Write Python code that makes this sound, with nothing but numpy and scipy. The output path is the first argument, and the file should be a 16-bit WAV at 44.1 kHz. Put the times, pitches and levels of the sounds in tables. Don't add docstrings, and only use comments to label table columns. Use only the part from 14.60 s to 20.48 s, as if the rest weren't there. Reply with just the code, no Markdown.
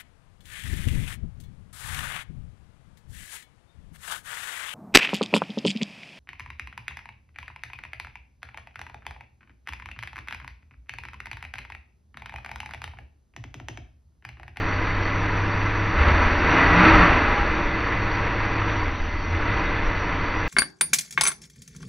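import sys
import numpy as np
from scipy import signal
from scipy.fft import rfft, irfft, next_fast_len
from scipy.io import wavfile
from scipy.ndimage import uniform_filter1d, map_coordinates

SR = 44100
rng = np.random.default_rng(int(sys.argv[2]) if len(sys.argv) > 2 else 0)


def output_pcm(signal):
    pcm = np.clip(np.atleast_2d(signal).T, -1, 1) * 32767
    wavfile.write(sys.argv[1], SR, np.round(pcm).astype(np.int16))


N = 259308


def amp(db):
    return 10 ** (np.asarray(db) / 20)


def unit(x):
    return x / np.sqrt(np.mean(x ** 2) + 1e-20)


def along(points, hz):
    point_hz, value = np.transpose(points)
    return np.interp(np.log(hz + 1), np.log(point_hz + 1), value)


def wobble(rate):
    knots = rng.standard_normal(int(N * rate / SR) + 4)
    return map_coordinates(knots, [np.arange(N) * rate / SR])


def filtered(x, response):
    size = next_fast_len(N + SR // 2)
    return irfft(rfft(x, size) * response(np.fft.rfftfreq(size, 1 / SR)), size)[..., :N]


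def shaped(x, spectrum):
    return unit(filtered(x, lambda hz: amp(along(spectrum, hz))))


def resonance(hz, centre, width):
    return 1 / (1 + (2 * (hz - centre) / width) ** 2)


def spell(middle, half):
    return np.exp(-((np.arange(N) / SR - middle) / half) ** 2)


def mode(hz, width):
    return unit(filtered(rng.standard_normal(N), lambda f: resonance(f, hz, width)))


def tone(turns, order, waver_db, waver_rate):
    phase = 2 * np.pi * (order * turns + rng.random())
    return unit(np.sin(phase) * amp(waver_db * wobble(waver_rate)))


# pitch_hz, gain_db
BODY_RESPONSE = [(20, 1), (62, -1), (92, 5.5), (108, 1), (125, -0.5), (150, -8), (175, -3), (300, 3),
                 (400, -5), (700, -8)]


def shaft_tones(turns, orders, waver_db):
    speed = np.gradient(turns) * SR
    total = 0
    for order, db in orders:
        body_db = along(BODY_RESPONSE, order * speed)
        total = total + amp(db + body_db) * tone(turns, order, waver_db, waver_rate=12)
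    return total


# centre_hz, width_hz, lift_db
BAY_RESONANCES = [(320.3, 120, 10.5), (461.3, 68, 10.5), (587.5, 51, 8.5), (712, 16, 3.5), (802.5, 32, 7.5),
                  (935, 32, 3), (979, 71, 5), (1146, 21, 2), (1327, 21, 5.5), (2050, 240, 2.5),
                  (2473, 81, 2.5), (3550, 340, 4.5), (4512, 210, 13.5)]


def in_bay(x, spectrum):
    def response(hz):
        lift_db = sum(db * resonance(hz, centre, width) for centre, width, db in BAY_RESONANCES)
        return amp(along(spectrum, hz) + lift_db)
    return unit(filtered(x, response))


# pitch_hz, relative_level_db
HISS_SPECTRUM = [(1000, -8), (3500, 6), (4200, 0), (4550, 7.5), (5200, -12.5), (5800, 5), (6700, -23)]


def hiss():
    noise = rng.standard_normal(N) + 0.19 * rng.standard_normal((2, N))
    bins = signal.stft(noise, nperseg=1024)[2]
    patches = uniform_filter1d(rng.standard_normal(bins.shape[1:]), 3, 0)
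    patches = unit(uniform_filter1d(patches, 6, 1))
    patchy_db = 5.0
    patchy = signal.istft(bins * amp(patchy_db * patches), nperseg=1024)[1][:, :N]
    return amp(-47.5) * shaped(patchy, HISS_SPECTRUM)


# pitch_hz, decay_to_minus_60_db_s
GARAGE_DECAY = [(200, 0.097), (2000, 0.24), (7000, 0.077)]


def garage(x, wet_db):
    hz, t, bins = signal.stft(rng.standard_normal(SR // 3), SR, nperseg=256)
    decay_s = along(GARAGE_DECAY, hz)[:, None]
    tail = signal.istft(bins * amp(-60 * t / decay_s), SR, nperseg=256)[1]
    echo = signal.fftconvolve(x, tail / np.linalg.norm(tail))[:N]
    return unit(x + amp(wet_db) * echo)


# centre_hz, width_hz, idle_level_db
RINGING_PARTS = [(1988, 7.6, -44), (2049, 16, -42.5)]
# centre_hz, width_hz, idle_level_db
PANEL_MODES = [(171.3, 12, -47.5), (317, 17, -50.5), (933, 12, -48.5), (1007, 14, -46)]
# middle_s, half_length_s, pitch_hz, level_db
SINGING_PARTS = [(2.0, .06, 2062, -30), (2.029, 0.044, 1953, -23.5), (2.143, 0.062, 1945, -25),
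                 (2.773, .08, 824, -31), (3.338, .05, 2000, -36), (3.547, 0.036, 1990, -42.5),
                 (4.769, 0.13, 2055, -37.5), (4.901, .05, 2050, -41), (4.919, 0.051, 1990, -36.5)]
SING_WAVER_HZ = 4


def ringing_metal(revs):
    parts = sum(amp(db) * mode(hz, width) for hz, width, db in RINGING_PARTS + PANEL_MODES)
    sung = 0
    for s, half, hz, db in SINGING_PARTS:
        pitch_hz = hz + SING_WAVER_HZ * wobble(25)
        sine = unit(np.sin(2 * np.pi * np.cumsum(pitch_hz) / SR))
        sung = sung + amp(db) * spell(s, half) * sine
    return amp(4 * revs) * parts + sung


def valve_gear(turns, tick_life, scatter_db, spread_db, count=8):
    starts = np.flatnonzero(np.diff(np.floor(turns * count / 2)))
    t = np.arange(SR // 20) / SR
    tappet_db = spread_db * rng.standard_normal(count)
    tick_db = tappet_db[np.arange(len(starts)) % count] + scatter_db * rng.standard_normal(len(starts))
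    noise = rng.standard_normal((len(starts), len(t)))
    ticks = amp(tick_db)[:, None] * noise * np.exp(-t / tick_life)
    places = starts[:, None] + np.arange(len(t))
    return unit(np.bincount(places.ravel(), ticks.ravel(), N)[:N])


def chatter(turns, size=2048):
    pattern = rng.standard_normal(size)
    return unit(map_coordinates(pattern, [turns / 2 % 1 * size], mode="grid-wrap"))


PULLEY = 1.905
# order, level_db (at idle, before the body's response)
FAN_ORDERS = [(2, -37), (3, -43), (4, -46.5), (5, -44.5), (8, -51.5)]
# centre_hz, width_hz, lift_db
SHROUD_RESONANCES = [(258, 21, 7.5), (322.4, 65, 20.5)]
BLADES = 7
BLADE_DB, BLADE_DB_PER_OCTAVE = -43, 6
BLADE_FADE_DB_PER_S = 1.2


def fan(turns, speed, revs):
    spin = PULLEY * turns
    hum = amp(3.5 * revs) * shaft_tones(spin, FAN_ORDERS, waver_db=-0.5)
    blade_hz = BLADES * PULLEY * speed
    shroud_db = sum(db * resonance(blade_hz, hz, width) for hz, width, db in SHROUD_RESONANCES)
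    fade_db = BLADE_FADE_DB_PER_S * np.arange(N) / SR
    blade_db = BLADE_DB + BLADE_DB_PER_OCTAVE * revs + shroud_db - fade_db
    return hum + amp(blade_db) * tone(spin, BLADES, waver_db=0.5, waver_rate=8)


# pitch_hz, relative_level_db
RUSH_SPECTRUM = [(300, -35.5), (600, -9), (800, -5), (1100, 1.5), (1800, 1), (2200, -3.5), (2650, -5),
                 (3200, -17.5), (4100, -21.5), (4900, -31.5), (5250, -37), (5700, -23), (6100, -29.5),
                 (6600, -69)]
# pitch_hz, relative_level_db
ROAR_SPECTRUM = [(70, -35.5), (130, -0.5), (190, -2.5), (310, -4.5), (400, -9), (700, -12), (1000, -29.5),
                 (2000, -43.5), (5000, -99)]
RUSH_DB, RUSH_DB_PER_OCTAVE, RUSH_OPEN_DB = -29, 14, 3
LABOUR_DB_PER_OCTAVE = 4.5
CHATTER_DB = -9


def machinery(turns, revs, opening):
    labour_db = LABOUR_DB_PER_OCTAVE * np.minimum(revs, 0)
    rush_db = RUSH_DB + RUSH_DB_PER_OCTAVE * revs + labour_db + RUSH_OPEN_DB * opening
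    fan_pulse_db = 0.5 * np.cos(2 * np.pi * PULLEY * turns)
    air = unit(rng.standard_normal(N) * amp(fan_pulse_db))
    ticks = valve_gear(turns, tick_life=0.014, scatter_db=3.0, spread_db=0.4)
    clatter = ticks * amp(-4 * revs)
    knocks = amp(CHATTER_DB) * chatter(turns)
    rush = in_bay(air + amp(-5.5) * clatter + knocks, RUSH_SPECTRUM)
    stroke_pulse_db = 0.57 * np.cos(4 * np.pi * turns)
    intake = unit(rng.standard_normal(N) * amp(stroke_pulse_db))
    roar = in_bay(intake + knocks, ROAR_SPECTRUM)
    return amp(rush_db) * (rush + amp(-6.0 - 1.8 * revs) * roar)


# start_s, held_s, opening_0_to_1, boom_db (carburettor, before its orders)
THROTTLE_TOUCHES = [(1.34, 0.17, 0.7, -25.5), (1.86, 0.11, 0.34, -49), (2.17, 0.3, 0.36, -37.5),
                    (4.689, 0.27, 0.2, -43)]
OPEN_S, CLOSE_S = 0.05, 0.038


def touch(s, held, decay_s):
    t = np.arange(N) / SR - s
    return np.clip(t / OPEN_S, 0, 1) * np.exp(-np.maximum(t - held, 0) / decay_s)


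def throttle_opening():
    return sum(depth * touch(s, held, CLOSE_S) for s, held, depth, _ in THROTTLE_TOUCHES)


# order, relative_level_db
GULP_ORDERS = [(2, -9.5), (3, 2), (4, -6), (5, 1)]
BOOM_DECAY_S = 0.18


def carburettor(turns):
    boom = sum(amp(db) * touch(s, held, BOOM_DECAY_S) for s, held, _, db in THROTTLE_TOUCHES)
    gulps = sum(amp(db) * tone(turns, order, waver_db=1.8, waver_rate=16) for order, db in GULP_ORDERS)
    return boom * gulps


# order, level_db (at twice idle speed)
GROWL_ORDERS = [(10, -35), (18, -42.5), (21, -36.5), (24, -37), (32.5, -34), (38.4, -32), (48, -37.5),
                (53.5, -29), (55, -31), (61, -33), (85, -36.5)]
GROWL_DB_PER_OCTAVE = 33


def growl(turns, revs):
    stack = sum(amp(db) * tone(turns, order, waver_db=2.5, waver_rate=18) for order, db in GROWL_ORDERS)
    return amp(GROWL_DB_PER_OCTAVE * (revs - 1)) * stack


# middle_s, half_length_s, level_db
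LUMPY_SPELLS = [(1.499, 0.11, -33), (1.8, 0.065, -38.5), (2.168, 0.09, -30), (2.391, .09, -28),
                (2.849, 0.11, -37), (4.242, .05, -35)]
# pitch_hz, relative_level_db
LUMP_SPECTRUM = [(25, -30.5), (45, -4), (70, 4.5), (105, 1.5), (135, -19.5), (250, -51.5)]


def lumpy_burning(turns):
    firing = 1 + 0.8 * np.cos(4 * np.pi * turns)
    lumps = shaped(firing * rng.standard_normal(N), LUMP_SPECTRUM)
    return lumps * sum(amp(db) * spell(s, half) for s, half, db in LUMPY_SPELLS)


# start_s, pitch_hz, level_db (before the swing's envelope)
HARD_FIRINGS = [(1.431, 66.7, -12.5), (1.493, 49.4, -17), (1.514, 65.8, -13.5), (1.661, 34, -15),
                (2.067, 40.1, -14.5), (2.335, 46.7, -13.5), (2.358, 47.7, -14), (2.401, 50.6, -15.5),
                (2.497, 40.3, -16.5), (2.681, 30.6, -16.5), (2.805, 45.3, -14.5), (3.055, 44.9, -22),
                (4.205, 40.7, -19), (4.268, 60.3, -20.5), (4.4, 24.4, -17.5), (4.543, 29.9, -22),
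                (4.764, 68.8, -14.5), (4.815, 28, -20), (5.08, 24.1, -24.5), (5.232, 25.3, -16.5),
                (5.272, 32.6, -18)]
THUMP_RISE_S, THUMP_CYCLES = 0.0014, 0.87


def thumps():
    out = np.zeros(N + SR)
    t = np.arange(SR // 4) / SR
    for s, hz, db in HARD_FIRINGS:
        envelope = (1 - np.exp(-t / THUMP_RISE_S)) * np.exp(-hz * t / THUMP_CYCLES)
        swing = -np.sin(2 * np.pi * hz * t) * envelope
        out[round(s * SR):][:len(t)] += amp(db) * swing
    return out[:N]


# order, level_db (before the throb level and the body's response)
CRANK_ORDERS = [(1, -36), (2, -34.5), (3, -41), (4, -43.5), (5, -37.5), (7, -50), (9, -49.5), (10, -53),
                (14, -49), (16, -47.5), (19, -52.5), (22, -45.5), (24, -53), (25, -45.5), (26, -49.5),
                (28, -47)]
# middle_s, half_length_s, change_db
THROB_LULLS = [(1.982, 0.043, -8.5), (2.59, 0.07, -2.5), (4.627, 0.14, -1.5)]
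THROB_DB, THROB_DB_PER_OCTAVE = -1.5, 6


def firing_throb(turns, revs):
    lull_db = sum(db * spell(s, half) for s, half, db in THROB_LULLS)
    throb_db = THROB_DB + THROB_DB_PER_OCTAVE * revs + lull_db
    return amp(throb_db) * shaft_tones(turns, CRANK_ORDERS, waver_db=0.5)


# centre_hz, width_hz, level_db (before drone changes)
PIPE_RESONANCES = [(81.9, 22, -29), (101.2, 8.2, -28.5), (124, 14, -43.5), (155, 12, -37), (176, 16, -23),
                   (196, 17, -31)]
# middle_s, half_length_s, change_db
DRONE_SWELLS = [(2.22, 0.035, 6), (2.45, 0.047, 4.5), (3.17, 0.12, -6.5), (4.12, 0.22, 2), (4.73, .04, 9),
                (4.9, 0.051, 3.5), (5.08, 0.097, -7)]
DRONE_ORDER = 8
DRONE_OPEN_DB, DRONE_FADE_DB_PER_S = 6.5, 1


def pipe_drone(turns, speed, opening):
    pipe = sum(amp(db) * resonance(DRONE_ORDER * speed, hz, width) for hz, width, db in PIPE_RESONANCES)
    fade_db = DRONE_FADE_DB_PER_S * np.arange(N) / SR
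    swell_db = sum(db * spell(s, half) for s, half, db in DRONE_SWELLS)
    drone_db = DRONE_OPEN_DB * opening - fade_db + swell_db
    return pipe * amp(drone_db) * tone(turns, DRONE_ORDER, waver_db=0.4, waver_rate=9.8)


# middle_s, half_length_s, level_db
STUMBLES = [(2.388, 0.12, -31), (2.904, 0.28, -33), (4.355, 0.22, -38.5)]
# pitch_hz, relative_level_db
RUMBLE_SPECTRUM = [(6, -39), (16, -2.5), (25, 12.5), (38, -9.5), (70, -8), (90, -12.5), (130, -29.5),
                   (400, -72)]
FLUTTER_DB = -42.5


def exhaust_flutter(turns):
    flutter = amp(FLUTTER_DB) + sum(amp(db) * spell(s, half) for s, half, db in STUMBLES)
    firing = 1 + 0.44 * np.cos(4 * np.pi * turns)
    return flutter * shaped(firing * rng.standard_normal(N), RUMBLE_SPECTRUM)


def exhaust(turns, speed, revs, opening):
    return firing_throb(turns, revs) + pipe_drone(turns, speed, opening) + exhaust_flutter(turns)


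# time_s, speed_turns_per_s
CRANK_SPEED = [(0, 12), (1.33, 12.8), (1.43, 15.6), (1.52, 16.14), (1.63, 17.2), (1.8, 15.95), (1.87, 17.7),
               (1.99, 20.25), (2.1, 20.4), (2.18, 21.8), (2.25, 23.7), (2.33, 24.3), (2.47, 20.65),
               (2.7, 16.35), (3.1, 12.96), (3.35, 12.9), (3.9, 12.93), (4.22, 12.4), (4.39, 9.5),
               (4.64, 10.03), (4.83, 12.1), (4.96, 13.1), (5.07, 13.1), (5.22, 12.36), (5.4, 12.1),
               (5.88, 12.17)]
INERTIA_S = 0.053


def crankshaft():
    time_s, turns_per_s = np.transpose(CRANK_SPEED)
    drawn = np.interp(np.arange(N) / SR, time_s, turns_per_s)
    return uniform_filter1d(drawn, int(INERTIA_S * SR))


def scene():
    speed = crankshaft()
    opening = throttle_opening()
    turns = np.cumsum(speed) / SR
    revs = np.log2(speed / speed[0])
    engine = ringing_metal(revs) + fan(turns, speed, revs) + machinery(turns, revs, opening)
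    engine += carburettor(turns) + growl(turns, revs) + lumpy_burning(turns)
    engine += thumps() + exhaust(turns, speed, revs, opening)
    side = amp(-55.0) * garage(engine, wet_db=17.5)
    return np.array([engine - side, engine + side]) + hiss()


TOP_HZ = 6450


def record(dry):
    rounded = dry / (1 + (dry / 0.85) ** 6) ** (1 / 6)
    return filtered(rounded, lambda hz: hz < TOP_HZ)


dry = scene()
out = record(dry)
output_pcm(out)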